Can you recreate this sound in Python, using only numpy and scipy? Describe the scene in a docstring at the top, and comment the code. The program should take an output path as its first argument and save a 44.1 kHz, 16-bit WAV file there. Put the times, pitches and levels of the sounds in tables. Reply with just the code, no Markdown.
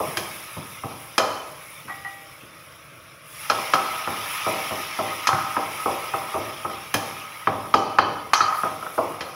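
"""A dull knock on iron over sizzling: a steel ladle stirs sauce in a wok on a gas stove in a small kitchen.
Each impact excites the resonances of wok and stove top; a few leave the ladle's own modes ringing,
and its dragged rim scrapes by stick-slip friction. The ladle taps a steel pot, then liquid meets the
hot wall and the sizzle swells with bursting steam and ringing bubbles. The flame roars softly beneath."""
import sys
import numpy as np
from scipy import signal
from scipy.fft import rfft, irfft
from scipy.io import wavfile
from scipy.ndimage import uniform_filter1d

SR = 44100
rng = np.random.default_rng(int(sys.argv[2]) if len(sys.argv) > 2 else 0)


def transcribe(signal):
    """Save signal, clipped to [-1, 1], as a 16-bit WAV file at the path in sys.argv[1]."""
    frames = np.atleast_2d(signal).T
    limited = np.clip(frames, -1, 1)
    pcm = np.round(limited * 32767).astype(np.int16)
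    wavfile.write(sys.argv[1], SR, pcm)


N = 412328
RING_T = np.arange(SR) / SR  # the one second that a blow lasts

# broad spectrum of the iron wok: frequency_hz, level_db
WOK_SPECTRUM = [(150, -35.5), (500, -20.5), (850, -6), (1100, -3), (1290, -1.5), (1500, -8.5),
                (1800, -11.5), (2600, -20), (4500, -83), (9000, -63)]
# resonances of the wok and its stand: pitch_hz, width_hz, peak_db
WOK_MODES = [(105, 18, 7), (348, 22, 4), (506, 50, 3), (590, 25, 4), (635, 38, 9.5), (785, 40, 9),
             (885, 30, 3), (990, 35, 5), (1071, 30, 5), (1245, 45, 6), (1305, 40, 8)]


def amp(db):
    """Decibels to amplitude ratio."""
    return 10 ** (np.asarray(db) / 20)


def unit_rms(x, first=None):
    """Normalises the rms of a signal, or of its first samples, to 1."""
    return x / np.sqrt(np.mean(x[:first] ** 2) + 1e-20)


def curve_at(points, hz):
    """Interpolation on a logarithmic frequency axis."""
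    knots_hz, values = np.transpose(points)
    return np.interp(np.log(hz + 1), np.log(knots_hz + 1), values)


def add(mix, start_s, sound):
    """Superposition: a sound joins the mix at start_s."""
    part = mix[max(0, round(start_s * SR)):][:len(sound)]
    part += sound[:len(part)]


def colour(x, spectrum, modes=()):
    """Minimum-phase filtering by a broad spectrum with resonance peaks on top."""
    hz = np.fft.rfftfreq(8192, 1 / SR)
    peaks_db = sum(db / (1 + (2 * (hz - centre) / width) ** 2) for centre, width, db in modes)
    gain = amp(np.maximum(curve_at(spectrum, hz) + peaks_db, -100))
    cepstrum = irfft(np.log(gain))
    half = len(cepstrum) // 2
    causal = np.r_[cepstrum[0], 2 * cepstrum[1:half], np.zeros(half)]
    response = irfft(np.exp(rfft(causal)))[:half]
    return signal.oaconvolve(x, response)[:len(x)]


def soften(x, contact_hz):
    """Contact time limits bandwidth: a cushioned blow lasts longer and loses its treble."""
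    return colour(x, [(contact_hz, 0), (2 * contact_hz, -11), (4 * contact_hz, -25)])


def decay(t60_s):
    """Exponential damping, 60 dB in t60_s."""
    return amp(-60 * RING_T / t60_s)


def ring(modes):
    """Free vibration: a sum of damped modes whose shares vary with where the blow lands."""
    draws = rng.random((len(modes), 2))
    return sum(amp(db) * (.5 + share) * decay(t60_s) * np.sin(2 * np.pi * (hz * RING_T + phase))
               for (hz, db, t60_s), (share, phase) in zip(modes, draws))


def pops(per_s, spread_db):
    """Shot noise: random clicks; spread_db makes a few much larger than the rest."""
    strength = amp(spread_db * np.minimum(rng.exponential(1, N), 6))
    return unit_rms(strength * rng.choice([-1, 1], N) * (rng.random(N) < per_s / SR))


def wander(depth_db, samples):
    """Random amplitude modulation: a gain that drifts over about this many samples."""
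    drift = uniform_filter1d(rng.standard_normal(N), samples)
    return amp(depth_db * unit_rms(uniform_filter1d(drift, samples // 2)))


def kitchen(x):
    """Reverberation: dense reflections off hard walls die at a rate that depends on frequency."""
    # reverberation time: frequency_hz, t60_s
    decay_times = [(100, 0.84), (600, 0.55), (1300, 0.95), (3000, 0.51), (7000, 0.75), (15000, 0.51)]
    reflections = rng.standard_normal(SR) * (rng.random(SR) < .06) * (RING_T > .008)
    hz, t, spectra = signal.stft(reflections, SR, nperseg=256)
    absorption = amp(-60 * t / curve_at(decay_times, hz)[:, None])
    tail = signal.istft(spectra * absorption, SR, nperseg=256)[1]
    return signal.fftconvolve(x, tail / np.linalg.norm(tail))[:N]


def burner(level_db=-49.5):
    """Combustion noise: the soft, steady roar of the gas flame."""
    # flame spectrum: frequency_hz, level_db
    flame_spectrum = [(15, -61), (25, -32), (60, -12.5), (147, -2), (220, -18.5), (240, -17.5), (334, -9),
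                      (384, -24), (426, -13), (636, -7), (917, -39), (1070, -7), (1600, -13.5), (2080, -34),
                      (3520, -120)]
    return amp(level_db) * unit_rms(colour(rng.standard_normal(N), flame_spectrum))


def bubbling():
    """Bubble resonance: each size rings at its own pitch for about ten cycles, rising slightly."""
    out = np.zeros(N)
    for hz in np.geomspace(1500, 6500, 32):
        cycles = hz * RING_T[:800]
        blip = np.sin(2 * np.pi * cycles * (1 + .003 * cycles)) * np.exp(-cycles / 7)
        births, onsets = np.zeros(N), rng.integers(0, N, size=2500)
        births[onsets] = amp(2.2 * np.minimum(rng.exponential(1, len(onsets)), 5))
        out += signal.oaconvolve(births, unit_rms(blip))[:N]
    return unit_rms(out)


def bubble_clusters(x, depth_db):
    """Spectral modulation: passing clusters of bubbles of one size lift narrow bands for a moment."""
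    spectra = signal.stft(x, nperseg=1024, noverlap=768)[2]
    patches = uniform_filter1d(rng.standard_normal(spectra.shape), size=5, axis=0)
    patches = uniform_filter1d(patches, size=9, axis=1)
    spectra *= amp(depth_db * unit_rms(patches))
    return unit_rms(signal.istft(spectra, nperseg=1024, noverlap=768)[1][:N])


def wetness(start_s, spread_s, drying_db_per_s):
    """Evaporation: a patch of liquid spreads over the hot iron, then boils away."""
    t = np.arange(N) / SR - start_s
    return np.clip(t / spread_s, 0, 1) * amp(-drying_db_per_s * np.maximum(t - spread_s, 0))


def frying_envelopes():
    """Incoherent sources add in power: each wet patch raises the boil and the fizz above a simmer."""
    # liquid poured or pushed up the hot wall: start_s, spread_s, boil_db, fizz_db, drying_db_per_s
    wettings = [(-.2, 0.18, -38, -40.5, 7.5), (1.2, .55, -49, -52, 8), (3.21, 0.27, -33, -40.5, 3.5),
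                (3.92, 0.4, -32, -41.5, 6), (5.42, .4, -38.5, -42.5, 9.5), (6.9, .12, -42.5, -49, 20),
                (8.44, 0.14, -40.5, -45, 20), (8.83, 0.092, -44, -47, 21)]
    boil_lag_s = .074  # the oil spits at once, the sauce boils up a moment later
    boil_power, fizz_power = amp(-51) ** 2, amp(-62) ** 2  # the simmer
    for start_s, spread_s, boil_db, fizz_db, drying in wettings:
        boil_power += (amp(boil_db) * wetness(start_s + boil_lag_s, spread_s, drying)) ** 2
        fizz_power += (amp(fizz_db) * wetness(start_s, spread_s, drying)) ** 2
    return np.sqrt(boil_power), np.sqrt(fizz_power)


def sizzle():
    """Boiling noise: steam crackles and bubbles through the sauce; finer bursts fizz in the oil."""
    # spectra of the boiling sauce and the spitting oil: frequency_hz, level_db
    sauce_spectrum = [(530, -25.5), (900, -2), (1020, -6), (1270, 1), (1550, -14.5), (2240, -3.5),
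                      (2830, -8.5), (3510, -9.5), (4400, -18.5), (5210, -10), (5780, -11), (6290, -19),
                      (8500, -32.5), (11000, -47), (18700, -120)]
    oil_spectrum = [(3000, -24), (5300, -22), (6600, -9), (8200, -13), (9400, -1), (10700, 3), (12000, -2),
                    (13700, -9), (15000, -4), (16000, -2.5)]
    # the wok resonance that the frying drives: pitch_hz, width_hz, peak_db
    wok_hum = [(1260, 61, 3)]
    crackle = (pops(7000, spread_db=2) + .79 * bubbling()) * wander(.38, samples=1800)
    sauce = unit_rms(colour(bubble_clusters(crackle, depth_db=2.3), sauce_spectrum, wok_hum))
    spray = pops(8000, spread_db=2) * wander(1, samples=3000)
    oil = unit_rms(colour(bubble_clusters(spray, depth_db=2), oil_spectrum))
    boil, fizz = frying_envelopes()
    return boil * sauce + amp(3.5) * fizz * oil


def scrape():
    """Stick-slip friction: tiny slips of the ladle's rim excite the wok in uneven clumps."""
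    # drags of the rim over the iron: start_s, length_s, level_db
    drags = [(0, 0.68, -48), (3.834, 1.7, -32.5), (5.349, 1.4, -34.5), (7.05, .35, -40), (7.6, .6, -44),
             (8.35, 0.18, -22.5), (8.613, .14, -37.5), (9.09, 0.2, -38.5)]
    attack_s, ease_db_per_s, release_s = .05, 4.5, .084  # the hand presses, eases off and lifts
    pressure = np.zeros(N)
    for start_s, length_s, level_db in drags:
        t = np.maximum(np.arange(N) / SR - start_s, 0)
        lift = np.exp(-np.maximum(t - length_s, 0) / release_s)
        pressure += np.minimum(t / attack_s, 1) * amp(level_db - ease_db_per_s * t) * lift
    slips = pops(2500, spread_db=0) * wander(2.1, samples=900)
    return pressure * unit_rms(colour(slips, WOK_SPECTRUM, WOK_MODES + [(1249, 84, 9.6)]))


def rocking(samples=1500):
    """Oscillation about equilibrium: a few soft, low cycles as the wok settles."""
    # the wok rocks on its stand: start_s, level_db, pitch_hz
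    rocks = [(0.073, -31.5, 145), (0.57, -33, 152), (0.843, -30.5, 124), (5.326, -26, 131)]
    out = np.zeros(N)
    for start_s, level_db, pitch_hz in rocks:
        sway = np.sin(2 * np.pi * pitch_hz * RING_T[:samples]) * signal.windows.hann(samples)
        add(out, start_s, amp(level_db) * sway)
    return out


def struck_modes():
    """Modal excitation: each point of impact drives the wok's resonances in different shares."""
    shares = rng.uniform(.3, 1.6, len(WOK_MODES))
    return [(hz, width, db * share) for (hz, width, db), share in zip(WOK_MODES, shares)]


def thud(bass_db):
    """Structure-borne sound: the wok chatters on its stand and the stove top booms."""
    # stove top spectrum: frequency_hz, level_db
    stove_spectrum = [(35, -34), (70, -10), (100, -4.5), (210, -2.5), (320, 0.5), (560, -1), (850, -2),
                      (1150, -1.5), (1500, -44), (2500, -25), (5000, -54)]
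    chatter = rng.standard_normal(SR) * (decay(.12) + .84 * decay(.82)) * (1 - decay(.0091))
    weighted = colour(chatter, [(170, bass_db), (520, 0)])
    return unit_rms(colour(weighted, stove_spectrum, struck_modes()), first=2200)


def stove_bumps():
    """Soft contacts excite mainly low modes: the stove top booms faintly."""
    # bumps while the ladle is at the side pot: start_s, level_db
    bumps = [(1.848, -42.5), (2.43, -47.5), (2.92, -51)]
    out = np.zeros(N)
    for start_s, level_db in bumps:
        add(out, start_s, amp(level_db) * soften(thud(bass_db=5.5), contact_hz=300))
    return out


def pot():
    """Impact excitation: the dipping ladle bumps the side pot and sets its modes ringing."""
    # taps on the pot: start_s, ring_db, bump_db
    taps = [(1.881, -47, -33), (1.897, -34, -47), (2.049, -32, -40)]
    # modes of the steel pot: pitch_hz, level_db, t60_s
    pot_modes = [(735, -6.5, 0.33), (792, -8, 0.58), (1195, -9.5, 0.47), (1510, -11, .12), (1925, 3, .38),
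                 (1984, -4, 0.28), (1990, -19, .15), (2250, -13, 0.7)]
    out = np.zeros(N)
    for start_s, ring_db, bump_db in taps:
        bump = unit_rms(colour(rng.standard_normal(SR), WOK_SPECTRUM)) * decay(.25)
        ringing = unit_rms(ring(pot_modes), first=900)
        add(out, start_s, amp(ring_db) * ringing + amp(bump_db) * bump)
    return out


def ladle():
    """Mode splitting: the ladle rings freely, and its uneven bowl gives each partial a detuned twin."""
    # modes of bowl and shaft: pitch_hz, level_db, t60_s
    ladle_modes = [(1690, 2, .4), (1965, -3, .5), (2492, -10, .5), (2697, -12, .5), (3031, 2, .75),
                   (3052, -1, .7), (3183, -1, .4), (3451, -8, .4), (3790, -9, .8), (3960, -9, .7),
                   (4176, -7, .7), (4235, -7, .7), (4310, -6, .6), (4645, -4, .75), (4815, -7, .7),
                   (5100, -7, .55), (5630, -8, .7), (5792, -4, .6), (5930, -7, .5), (6115, -8, .6),
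                   (6250, -8, .45), (6730, -10, .5), (7300, -15, .4)]
    # rebounds, each favouring partials around a centre: start_s, level_db, centre_hz, spread_octaves
    rebounds = [(1.18, -30, 3000, .6), (6.941, -42, 5000, .8), (7.74, -29, 4200, .5),
                (7.986, -27.5, 3500, .33), (8.334, -23, 4900, .33), (9.208, -45, 4500, .5)]
    # bands that the bowl beams separately: low_hz, high_hz
    beam_bands = [(1700, 3600), (3600, 5000), (5000, 8000)]
    twin_detune, twin_db = .025, -3
    out = np.zeros(N)
    for start_s, level_db, centre_hz, spread_octaves in rebounds:
        modes = [(hz, db - 2 * (np.log2(hz / centre_hz) / spread_octaves) ** 2, t60_s)
                 for hz, db, t60_s in ladle_modes]
        twins = [(hz * (1 + twin_detune * rng.uniform(-1, 1)), db + twin_db, t60_s)
                 for hz, db, t60_s in modes]
        add(out, start_s, amp(level_db) * unit_rms(ring(modes + twins), first=1300))
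    # directivity: waving in the hand, the bowl beams each band past the listener by turns
    filters = [signal.butter(2, edges, "band", fs=SR, output="sos") for edges in beam_bands]
    return sum(signal.sosfilt(band, out) * wander(2, samples=1100) for band in filters)


def clang(contact_hz, shiver_db):
    """Viscous damping: the sauce stops the wok within a few cycles; its bare wall shivers on."""
    push = signal.unit_impulse(SR) + .16 * rng.standard_normal(SR) * decay(.031)
    body = colour(push, WOK_SPECTRUM, [(1278, 230, 8.1)])
    blow = unit_rms(soften(body, contact_hz), first=530)
    wall = unit_rms(colour(rng.standard_normal(SR), WOK_SPECTRUM, struck_modes()))
    shiver = wall * decay(.7) * (1 - decay(.056))
    return blow + amp(shiver_db) * soften(shiver, contact_hz)


def clonk(contact_hz, pitch_hz=638.3, rise_s=.007):
    """Mass loading: the laden wok has a hollow note, which takes more of the push from a softer contact."""
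    hz = pitch_hz * (1 + .05 * rng.uniform(-1, 1))  # the sloshing load shifts the note
    tone = np.sqrt(2) * np.sin(2 * np.pi * (hz * RING_T + rng.random()))
    swell = (1 - np.exp(-RING_T / rise_s)) * decay(.16)
    return pitch_hz / contact_hz * swell * tone


def clink(contact_hz):
    """A brief contact has a wide spectrum: steel on iron gives a bright crack and a short shimmer."""
    # spectrum of bare steel: frequency_hz, level_db
    steel_spectrum = [(500, -32), (1400, 0.5), (2500, 4), (3200, -2.5), (4400, -0.5), (5500, 0.5),
                      (6800, -4.5), (8300, -12), (10500, -3.5), (13500, -9), (15500, -5.5)]
    # resonances: pitch_hz, width_hz, peak_db
    peaks = [(1680, 130, 9), (2450, 120, 5), (3170, 220, 12), (4200, 150, 5),
             (5130, 200, 8), (6250, 150, 6), (10400, 400, 7)]
    crack = rng.standard_normal(SR) * (decay(.065) + .13 * decay(.86))
    return unit_rms(soften(colour(crack, steel_spectrum, peaks), contact_hz), first=660)


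def strokes():
    """Cushioned impact: the ladle knocks wok and stove through the sauce, then touches once more."""
    # stirring strokes: start_s, clang_db, thud_db, contact_hz, bass_db
    stirs = [ (0.001, -23, -24.5, 960, -5), (0.566, -41, -36, 1400, 12), (0.835, -31, -33.5, 1310, 5),
             (3.582, -36, -32, 1200, -12), (4.074, -25, -30, 1700, 2), (4.463, -18, -23.5, 796, -3.5),
             (4.708, -31, -29.5, 1200, 1.5), (4.987, -19.5, -26.5, 800, -4.5),
             (5.329, -20.5, -34, 1800, 11), (5.566, -20, -27, 1800, -4), (5.858, -20, -23, 1250, -9),
             (6.137, -20.5, -29, 1220, -0.5), (6.34, -23, -26, 1000, -0.5),
             (6.648, -22.5, -32.5, 1280, 2.5), (8.634, -19, -28.5, 1600, 0),
             (8.826, -28.5, -39.5, 1470, -16), (8.865, -28, -49, 1760, 0), (8.978, -19, -21.5, 1000, -5)]
    shiver_db, retouch_db = -16.5, -17
    out = np.zeros(N)
    for start_s, clang_db, thud_db, contact_hz, bass_db in stirs:
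        rise_s = .003 * (1000 / contact_hz) ** 3  # a softer contact gives way more slowly
        cushion = 1 - np.exp(-RING_T / rise_s)
        wok = clang(contact_hz, shiver_db) + clonk(contact_hz)
        add(out, start_s, cushion * (amp(clang_db) * wok + amp(thud_db) * thud(bass_db)))
        retouch_s = start_s + rng.uniform(.025, .08)
        add(out, retouch_s, amp(clang_db + retouch_db) * cushion * clang(contact_hz, shiver_db))
    return out


def strikes(bounce_s=.019):
    """Elastic impact: bare steel cracks on the iron, drives wok and stove, and bounces once."""
    # hard hits: start_s, clang_db, thud_db, bass_db, clink_db, contact_hz, bounce_db
    hits = [ (0.171, -32.5, -33, 2.5, -24, 10800, -51), (1.18, -17, -21.5, -8, -17.5, 7400, -20),
            (3.499, -16, -26.5, -8, -22, 5300, -25), (3.736, -13, -25.5, -4.5, -22.5, 5300, -18.5),
            (5.271, -20, -35, 1, -19.5, 7500, -15.5), (6.941, -24, -26.5, 1.5, -20, 15000, -32),
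            (7.4724, -14, -24, 1.5, -32, 2200, -39), (7.74, -9, -19.5, -3.5, -23.5, 4770, -38),
            (7.9861, -7.5, -21.5, -2, -23, 2900, -32), (8.334, -10.5, -35.5, -10, -17.5, 6700, -19),
            (8.406, -14, -35, 2, -29, 2400, -26), (9.208, -34, -36, -4, -31, 3800, -40)]
    out = np.zeros(N)
    for start_s, clang_db, thud_db, bass_db, clink_db, contact_hz, bounce_db in hits:
        iron = amp(clang_db) * clang(contact_hz, shiver_db=-36.5) + amp(thud_db) * thud(bass_db)
        add(out, start_s, iron + amp(clink_db) * clink(contact_hz))
        # the ladle falls back more softly and judders on the wall
        add(out, start_s + bounce_s, amp(bounce_db) * clang(contact_hz=1330, shiver_db=-4.5))
    return out


def scene():
    """Superposition: the blows and their reflections sound over ringing, scraping, frying and flame."""
    blows = strokes() + strikes() + pot() + stove_bumps() + rocking()
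    mix = blows + amp(-10) * kitchen(blows) + ladle() + scrape() + sizzle() + burner()
    add(mix, .0175, amp(-21) * blows)  # early reflection from the ceiling
    return mix[None]


def record(dry):
    """Peak limiting: the hardest knocks clip until the gain ducks and slowly recovers; then a band limit."""
    ceiling, release_db_per_s = .88, 24
    low_hz, high_hz = 45, 15750
    over_db = np.maximum(20 * np.log10(abs(dry[0]) / ceiling + 1e-9), 0)
    release_db = release_db_per_s * np.arange(N) / SR
    held_db = np.maximum.accumulate(over_db + release_db) - release_db
    ducked = dry * amp(-signal.lfilter([.01], [1, -.99], held_db))  # attack of about 2 ms
    clipped = ducked / (1 + (ducked / ceiling) ** 8) ** (1 / 8)
    highpass = signal.butter(2, low_hz, "high", fs=SR, output="sos")
    lowpass = signal.firwin(511, high_hz, window=("kaiser", 9), fs=SR)
    return signal.oaconvolve(signal.sosfilt(highpass, clipped), lowpass[None], "same")


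dry = scene()
out = record(dry)
transcribe(out)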